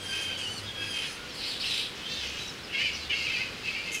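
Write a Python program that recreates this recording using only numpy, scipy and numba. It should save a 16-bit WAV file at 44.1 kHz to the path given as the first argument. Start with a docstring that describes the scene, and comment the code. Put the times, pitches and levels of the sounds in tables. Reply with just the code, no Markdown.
"""Fruit bats squabble in a tree. First, thin whines break up into rasps, with a squeal between them and a
short growl. Hoarse screeches and a longer growl follow; last, a nearer bat squawks three times. Each
call is vocal fold vibration and pulsed breath noise filtered by the throat. Along the way the colony
squeaks and wings rustle; the trees scatter it all over a low outdoor background with a distant hum."""
import sys
import numpy as np
from scipy import signal
from scipy.fft import rfft, irfft
from scipy.io import wavfile
from scipy.ndimage import uniform_filter1d
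from numba import njit

SR = 44100
rng = np.random.default_rng(int(sys.argv[2]) if len(sys.argv) > 2 else 0)


def file_out(sig):
    """Save sig as 16-bit WAV at sys.argv[1]."""
    # one column per channel
    cols = np.atleast_2d(sig).T
    # limit, then scale
    lim = np.clip(cols, -1, 1)
    pcm = np.round(lim * 32767).astype(np.int16)
    wavfile.write(sys.argv[1], SR, pcm)


N = 176400
TOP_HZ = 15750


def undb(db):
    """Amplitude ratio of a level in decibels."""
    return 10 ** (np.asarray(db) / 20)


def unit(x):
    """Normalisation to a standard deviation of 1."""
    return x / (np.std(x) + 1e-12)


def steady(x):
    """Division by the running rms, which flattens the envelope."""
    return x / np.sqrt(uniform_filter1d(x ** 2, SR // 35) + 1e-12)


def along(rows, column):
    """Linear interpolation of one table column over time."""
    rows = np.array(rows, float)
    return np.interp(np.arange(N) / SR, rows[:, 0], rows[:, column])


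def colour(x, response):
    """Zero-phase filtering by a response given as (f/Hz, level/dB) points."""
    hz, db = np.array(response, float).T
    bin_hz = np.arange(N // 2 + 1) * SR / N
    return irfft(rfft(x) * undb(np.interp(np.log(bin_hz + 1), np.log(hz), db)), N)


def lowpass(x, hz, order):
    """Zero-phase low-pass filtering."""
    bin_hz = np.arange(N // 2 + 1) * SR / N
    return irfft(rfft(x) / (1 + (bin_hz / hz) ** order), N)


def wander(hz):
    """Band-limited random fluctuation with a standard deviation of 1."""
    return unit(lowpass(rng.standard_normal(N), hz, order=4))


def gate(start, end, edge_s):
    """Trapezoidal envelope between two times."""
    t = np.arange(N) / SR
    return np.clip(np.minimum(t - start, end - t) / edge_s + .5, 0, 1)


def phase_of(hz):
    """Phase as the time integral of frequency."""
    return 2 * np.pi * np.cumsum(hz) / SR


def vocal_folds(phase, harmonics, ring_harmonic, ring_db):
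    """Harmonic series of a periodic vibration; each harmonic swells and fades on its own."""
    t = np.arange(N) / SR
    drift_hz, drift_db = 45.06, 4.5
    folds = 0
    for k in range(1, harmonics + 1):
        drift = np.interp(t * drift_hz, np.arange(N // 200), rng.standard_normal(N // 200))
        gain = undb(drift_db * drift + ring_db * (k == ring_harmonic))
        folds += gain * np.cos(k * phase + rng.uniform(0, 2 * np.pi))
    return unit(folds)


@njit
def mouth_resonance(x, hz, width_hz):
    """The mouth cavity as a second-order resonator with a moving centre frequency."""
    y, band_state, low_state = np.empty(len(x)), 0., 0.
    for i in range(len(x)):
        tuning, damping = np.tan(np.pi * hz[i] / SR), width_hz / hz[i]
        band = (band_state + tuning * (x[i] - low_state)) / (1 + tuning * (tuning + damping))
        band_state = 2 * band - band_state
        low_state += 2 * tuning * band
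        y[i] = damping * band
    return y


def call(pitch, levels, throat, split_hz, jitter, waver, flutter, sidebands,
         rasp=.45, hoarse=.8, ring_harmonic=None, ring_db=0, mouth=False):
    """Source-filter principle: uneven vocal fold pulses and pulsed air excite the throat's resonances."""
    rough = np.clip(along(pitch, 2), 0, 1)
    hz = along(pitch, 1) * (1 + waver * wander(60.55) + jitter * rough * wander(427.4))
    phase = phase_of(hz)
    folds = vocal_folds(phase, int(TOP_HZ / np.median(hz)), ring_harmonic, ring_db)
    # in rough stretches a slower vibration modulates the folds and adds side tones
    slow_phase = phase / 5 + .5 * wander(70)
    subharmonics = sum(np.cos(k * slow_phase + rng.uniform(0, 2 * np.pi)) for k in (1, 2, 3))
    folds *= 1 + sidebands * rough * subharmonics
    breath = unit(rng.standard_normal(N) * (1 + 1.1 * np.cos(phase)))
    shimmer = np.exp(flutter * (.043 + rough) * wander(140))
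    source = (np.sqrt(1 - rough ** 2) * folds + rasp * rough * breath) * shimmer
    if mouth:  # part of the source leaks past the resonance
        source = .25 * source + mouth_resonance(source, along(pitch, 3), width_hz=700.)
    body = lowpass(colour(source, throat), split_hz, order=16)
    # a hoarser mix supplies the band above split_hz
    hoarse_source = ((1 - rough) * folds * np.exp(.28 * wander(27)) + hoarse * breath) * shimmer
    treble = colour(hoarse_source, throat)
    treble -= lowpass(treble, split_hz, order=16)
    sound = steady(body) * undb(along(levels, 1)) + steady(treble) * undb(along(levels, 2))
    return sound * gate(levels[0][0], levels[-1][0], edge_s=.0078)


SQUAWK_PITCHES = [
    [(2.725, 580, .8), (2.752, 539, .35), (2.775, 548, .65), (2.8, 585, .75), (2.82, 580, .85),
     (2.845, 612, .75), (2.89, 581, .75), (2.96, 555, .8)],
    [(3.095, 595, .5), (3.12, 578, .65), (3.135, 540, .55), (3.16, 557, .8), (3.2, 542, .6),
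     (3.255, 556, .6), (3.27, 489, .5), (3.29, 472, .55), (3.318, 550, .95), (3.345, 505, .55),
     (3.385, 482, .5), (3.405, 517, .85), (3.5, 496, .95)],
    [(3.63, 529, .6), (3.67, 554, .85), (3.7, 490, .95), (3.735, 445, .7), (3.77, 467, .5),
     (3.825, 470, .75), (3.87, 538, .9), (3.9, 513, .6), (3.925, 538, .9), (4, 490, .6)],
]  # contour per call: t/s, f/Hz, roughness (0-1)
SQUAWK_LEVELS = [
    [(2.72, -43, -48), (2.748, -27.5, -44), (2.772, -32, -46), (2.793, -27.5, -39), (2.885, -29, -40),
     (2.92, -36.5, -47), (2.96, -40.5, -41.5), (3.08, -53, -48.5)],
    [(3.095, -34, -41), (3.113, -25, -46), (3.14, -29.5, -41.5), (3.2, -33, -39), (3.3, -32, -41),
     (3.41, -31.5, -40.5), (3.5, -43.5, -51), (3.64, -61, -52)],
    [(3.635, -43, -47), (3.675, -31, -42), (3.72, -39.5, -45), (3.77, -31.5, -44.5), (3.85, -41, -47.5),
     (3.875, -34, -44.5), (3.905, -40, -50), (3.95, -33.5, -49), (4, -44, -61)],
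]  # envelope per call: t/s, body level/dB, treble level/dB
SQUAWK_FORMANTS = [(900, -42), (1600, -23), (2150, -1), (2850, 1), (3450, -13), (4000, -9), (4750, -7.5),
                   (5500, -19), (7000, -26), (9500, -36.5), (15500, -47)]  # throat response: f/Hz, level/dB
def squawks():
    """Resonance: the fifth harmonic of three hoarse nasal calls rings in the throat."""
    return undb(1.4) * sum(
        call(pitch, levels, SQUAWK_FORMANTS, split_hz=3600, jitter=.021, waver=.016,
             flutter=.14, sidebands=.42, rasp=.42, ring_harmonic=5, ring_db=3.5)
        for pitch, levels in zip(SQUAWK_PITCHES, SQUAWK_LEVELS))


SCREECH_PITCHES = [
    [(1.34, 1540, .4, 4500), (1.39, 1500, .5, 4400), (1.44, 1390, .7, 3900), (1.5, 1500, .7, 4600),
     (1.55, 1150, .7, 3400), (1.58, 1300, .8, 4000)],
    [(1.595, 1300, .6, 4400), (1.615, 1650, .7, 4000), (1.64, 1380, .7, 3100), (1.67, 1400, .5, 4150),
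     (1.72, 1310, .7, 3750), (1.78, 1430, .8, 3850), (1.83, 1250, .85, 3800), (1.91, 1200, .9, 3500)],
]  # contour per call: t/s, f/Hz, roughness (0-1), mouth f/Hz
SCREECH_LEVELS = [
    [(1.34, -46.5, -54.5), (1.43, -33.5, -57), (1.49, -34, -50), (1.555, -37, -55), (1.58, -37, -58)],
    [(1.595, -38, -56), (1.62, -32, -53), (1.71, -30.5, -48.5), (1.79, -30.5, -48), (1.87, -37.5, -59),
     (1.91, -64, -64)],
]  # envelope per call: t/s, body level/dB, treble level/dB
SCREECH_FORMANTS = [(900, -64), (1800, -6), (2650, 5.5), (3900, -2), (5000, -0.5), (6500, -16.5),
                    (8000, -14), (10300, -20), (12000, -26.5), (15500, -32)]  # throat response: f/Hz, level/dB
def screeches():
    """Random frequency modulation: high screams flick about in pitch as the mouth resonance swings."""
    return undb(1.5) * sum(
        call(pitch, levels, SCREECH_FORMANTS, split_hz=6600, jitter=.085, waver=.075,
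             flutter=.22, sidebands=.9, hoarse=.4, mouth=True)
        for pitch, levels in zip(SCREECH_PITCHES, SCREECH_LEVELS))


WHINE_PITCHES = [
    [(0, 1630, .2), (.1, 1570, .05), (.15, 1569, .57), (.23, 1576, .43), (.29, 1568, .37), (.37, 1527, .35)],
    [(.63, 1657, .06), (.78, 1635, .15), (.85, 1665, .45), (.91, 1615, .25), (.97, 1570, .75),
     (1.05, 1570, .95), (1.12, 1520, .9), (1.19, 1590, .1), (1.3, 1573, .3)],
]  # contour per call: t/s, f/Hz, roughness (0-1)
WHINE_LEVELS = [
    [(0, -52, -52), (.06, -41.5, -48), (.13, -33.5, -45), (.22, -36, -46), (.34, -35.5, -55),
     (.37, -35, -63)],
    [(.63, -52, -51), (.67, -43, -62), (.745, -44.5, -59), (.83, -35, -49.5), (.905, -42.5, -46),
     (.97, -31, -46), (1.055, -41, -47.5), (1.13, -64, -47.5), (1.28, -70, -85)],
]  # envelope per call: t/s, body level/dB, treble level/dB
WHINE_FORMANTS = [(900, -29), (1600, -19.5), (2200, -6), (2600, 1), (3150, -5.5), (3900, -12), (5000, -6),
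                  (6500, -14), (8000, -19), (9900, -14), (12000, -29), (15500, -38)]  # throat response: f/Hz, level/dB
def whines():
    """Subharmonic modulation and breath noise break thin wavering cries into a rasp."""
    return undb(1.2) * sum(
        call(pitch, levels, WHINE_FORMANTS, split_hz=4430, jitter=.025, waver=.009,
             flutter=.32, sidebands=.8, ring_harmonic=2, ring_db=3)
        for pitch, levels in zip(WHINE_PITCHES, WHINE_LEVELS))


GROWL_PITCHES = [
    [(1.01, 400, .8, 2850), (1.05, 375, .8, 2620), (1.08, 355, .5, 2400), (1.115, 345, .4, 2150)],
    [(1.95, 420, .9, 3200), (2.06, 440, .8, 3350), (2.13, 450, .7, 3650), (2.19, 450, .75, 3600),
     (2.24, 425, .85, 2900), (2.32, 415, .9, 2650), (2.4, 400, .95, 2700), (2.55, 380, .95, 2600)],
]  # contour per call: t/s, f/Hz, roughness (0-1), mouth f/Hz
GROWL_LEVELS = [
    [(1.01, -39.5, -62), (1.05, -32, -59), (1.08, -39, -64), (1.115, -41, -62)],
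    [(1.95, -47, -51), (2.05, -40.5, -60), (2.11, -34, -46.5), (2.19, -33.5, -49), (2.26, -35.5, -45.5),
     (2.32, -40.5, -50), (2.4, -36.5, -47.5), (2.47, -48, -49), (2.55, -71, -55)],
]  # envelope per call: t/s, body level/dB, treble level/dB
GROWL_FORMANTS = [(900, -26), (1800, -6), (2200, -3.5), (2650, -3), (4000, -3.5), (5000, 2), (6000, -1),
                  (7500, -9.5), (10000, -19), (15500, -27)]  # throat response: f/Hz, level/dB
def growls():
    """Formant glide: low ragged calls darken as the closing mouth lowers its resonance."""
    return sum(
        call(pitch, levels, GROWL_FORMANTS, split_hz=4800, jitter=.016, waver=.012,
             flutter=.14, sidebands=.35, mouth=True)
        for pitch, levels in zip(GROWL_PITCHES, GROWL_LEVELS))


SQUEAL_CONTOUR = [(.37, 1688, .1), (.41, 1632, .8), (.47, 1398, .05), (.5, 1512, .05), (.55, 1467, .05),
                  (.578, 1508, .1), (.602, 1270, .3)]  # contour: t/s, f/Hz, roughness (0-1)
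SQUEAL_ENVELOPE = [(.36, -53, -54), (.385, -38, -42.5), (.47, -34, -46.5), (.53, -46, -44),
                   (.595, -42, -44.5), (.62, -82, -56)]  # envelope: t/s, body level/dB, treble level/dB
SQUEAL_FORMANTS = [(900, -36), (1600, -11.5), (2900, 20), (3500, -3), (4500, 2.5), (5900, -8), (7400, -9.5),
                   (9000, -12), (10500, -18.5), (13000, -31), (15500, -38)]  # throat response: f/Hz, level/dB
def squeal():
    """A formant near the second harmonic brightens a raspy cry whose pitch drops at the end."""
    return call(SQUEAL_CONTOUR, SQUEAL_ENVELOPE, SQUEAL_FORMANTS, split_hz=4400, jitter=.04,
                waver=.016, flutter=.25, sidebands=.34, rasp=.65)


SQUEAK_NOTES = [(0.577, 0.019, 4500, 3760, -36.5), (.665, .04, 3780, 3480, -38),
                (1.287, 0.04, 4680, 3790, -44.5), (1.29, 0.049, 5780, 5140, -47.5),
                (1.155, .11, 1400, 1462, -49), (2.055, 0.014, 3300, 3210, -36.5),
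                (2.396, 0.1, 3930, 3900, -41.5), (2.48, 0.025, 5900, 5130, -41),
                (2.587, 0.035, 3990, 4026, -46), (2.632, .028, 5400, 4850, -46),
                (2.676, 0.033, 2900, 2580, -42.5), (2.701, .025, 2650, 3100, -40),
                (2.936, 0.027, 5220, 5020, -40), (2.932, 0.04, 5900, 5700, -44),
                (3.008, .045, 4040, 3980, -43.5), (3.05, 0.038, 3700, 3520, -43.5)]  # notes: t/s, duration/s, start f/Hz, end f/Hz, level/dB
def squeaks():
    """Linear frequency sweeps: short notes from other bats, unsteady in pitch and amplitude."""
    out = 0
    for start, length, first_hz, last_hz, db in SQUEAK_NOTES:
        glide = along([(start, first_hz), (start + length, last_hz)], 1)
        hz = glide * (1 + .016 * wander(545) + .008 * wander(70))
        tone = np.sin(phase_of(hz)) * (1 + .4 * wander(200))
        out += undb(db) * gate(start, start + length, edge_s=.0046) * tone
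    return out


WING_STROKES = [(.212, 0.035, -49), (3.916, 0.082, -46), (3.931, 0.035, -41)]  # brushes against leaves: t/s, duration/s, level/dB
RUSTLE_SPECTRUM = [(2000, -30), (4500, -12), (6500, 2.5), (9500, -8.5), (12000, -11), (15500, -28)]  # crackle spectrum: f/Hz, level/dB
def rustles():
    """Friction noise: wing skin brushes the leaves in a dense crackle."""
    friction = rng.standard_normal(N) * np.exp(.5 * wander(550))
    envelope = sum(undb(db) * gate(t, t + length, edge_s=.0062) for t, length, db in WING_STROKES)
    return unit(colour(friction, RUSTLE_SPECTRUM)) * envelope


def echoes(x, t60_s):
    """Reverberation: convolution with dense, exponentially decaying reflections."""
    t = np.arange(SR) / SR
    tail = rng.standard_normal(SR) * np.exp(-np.log(1000) * t / t60_s)
    return signal.fftconvolve(x, tail / np.linalg.norm(tail))[:N]


def trees(x):
    """Scattering: nearby leaves smear the calls; trunks farther off add a longer tail."""
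    leaf_gain, trunk_gain = undb(-3), undb(-10)
    near = (x + leaf_gain * echoes(x, t60_s=.11)) / np.hypot(1, leaf_gain)
    return near + trunk_gain * echoes(near, t60_s=.62)


AIR_SPECTRUM = [(25, -11), (50, -6), (70, -2.5), (130, -1.5), (250, -3), (400, -4), (490, -2.5),
                (650, -9.5), (1000, -9.5), (1500, -7), (3000, -12.5), (6000, -21), (10000, -28),
                (15500, -38)]  # outdoor noise spectrum: f/Hz, level/dB
COLONY_SPECTRUM = [(1000, -18), (2000, 6.5), (3000, 11.5), (4500, 6), (7000, -7), (12000, -19)]  # far chatter spectrum: f/Hz, level/dB
def background():
    """Amplitude-modulated noise: outdoor air and the colony's far chatter swell and fade."""
    air = unit(colour(rng.standard_normal(N), AIR_SPECTRUM)) * undb(-43.5 + .5 * wander(13))
    colony = unit(colour(rng.standard_normal(N), COLONY_SPECTRUM)) * undb(-46 + .8 * wander(8.6))
    return air + colony


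HUM_TONES = [(-.1, 0.95, 96.9, -50.5), (0.52, 0.36, 103, -45), (2.11, 0.34, 68.7, -49.5),
             (2.79, 0.51, 74.9, -49.5)]  # low tones: t/s, duration/s, f/Hz, level/dB
def distant_hum():
    """Slight frequency modulation makes low tones waver as they come and go."""
    out = 0
    for start, length, hz, db in HUM_TONES:
        tone = np.sin(phase_of(hz * (1 + .026 * wander(13.6))))
        out += undb(db) * gate(start, start + length, edge_s=.12) * tone
    return out


def scene():
    """Superposition of the bats in their tree and the background, the same in both channels."""
    bats = whines() + squeal() + screeches() + growls() + squawks() + squeaks() + rustles()
    mono = trees(bats) + background() + distant_hum()
    return np.array([mono, mono])


def record(dry):
    """Band limiting: a steep elliptic low-pass removes the highest treble."""
    return signal.sosfilt(signal.ellip(12, .1, 80, TOP_HZ, fs=SR, output="sos"), dry)


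dry = scene()
out = record(dry)
file_out(out)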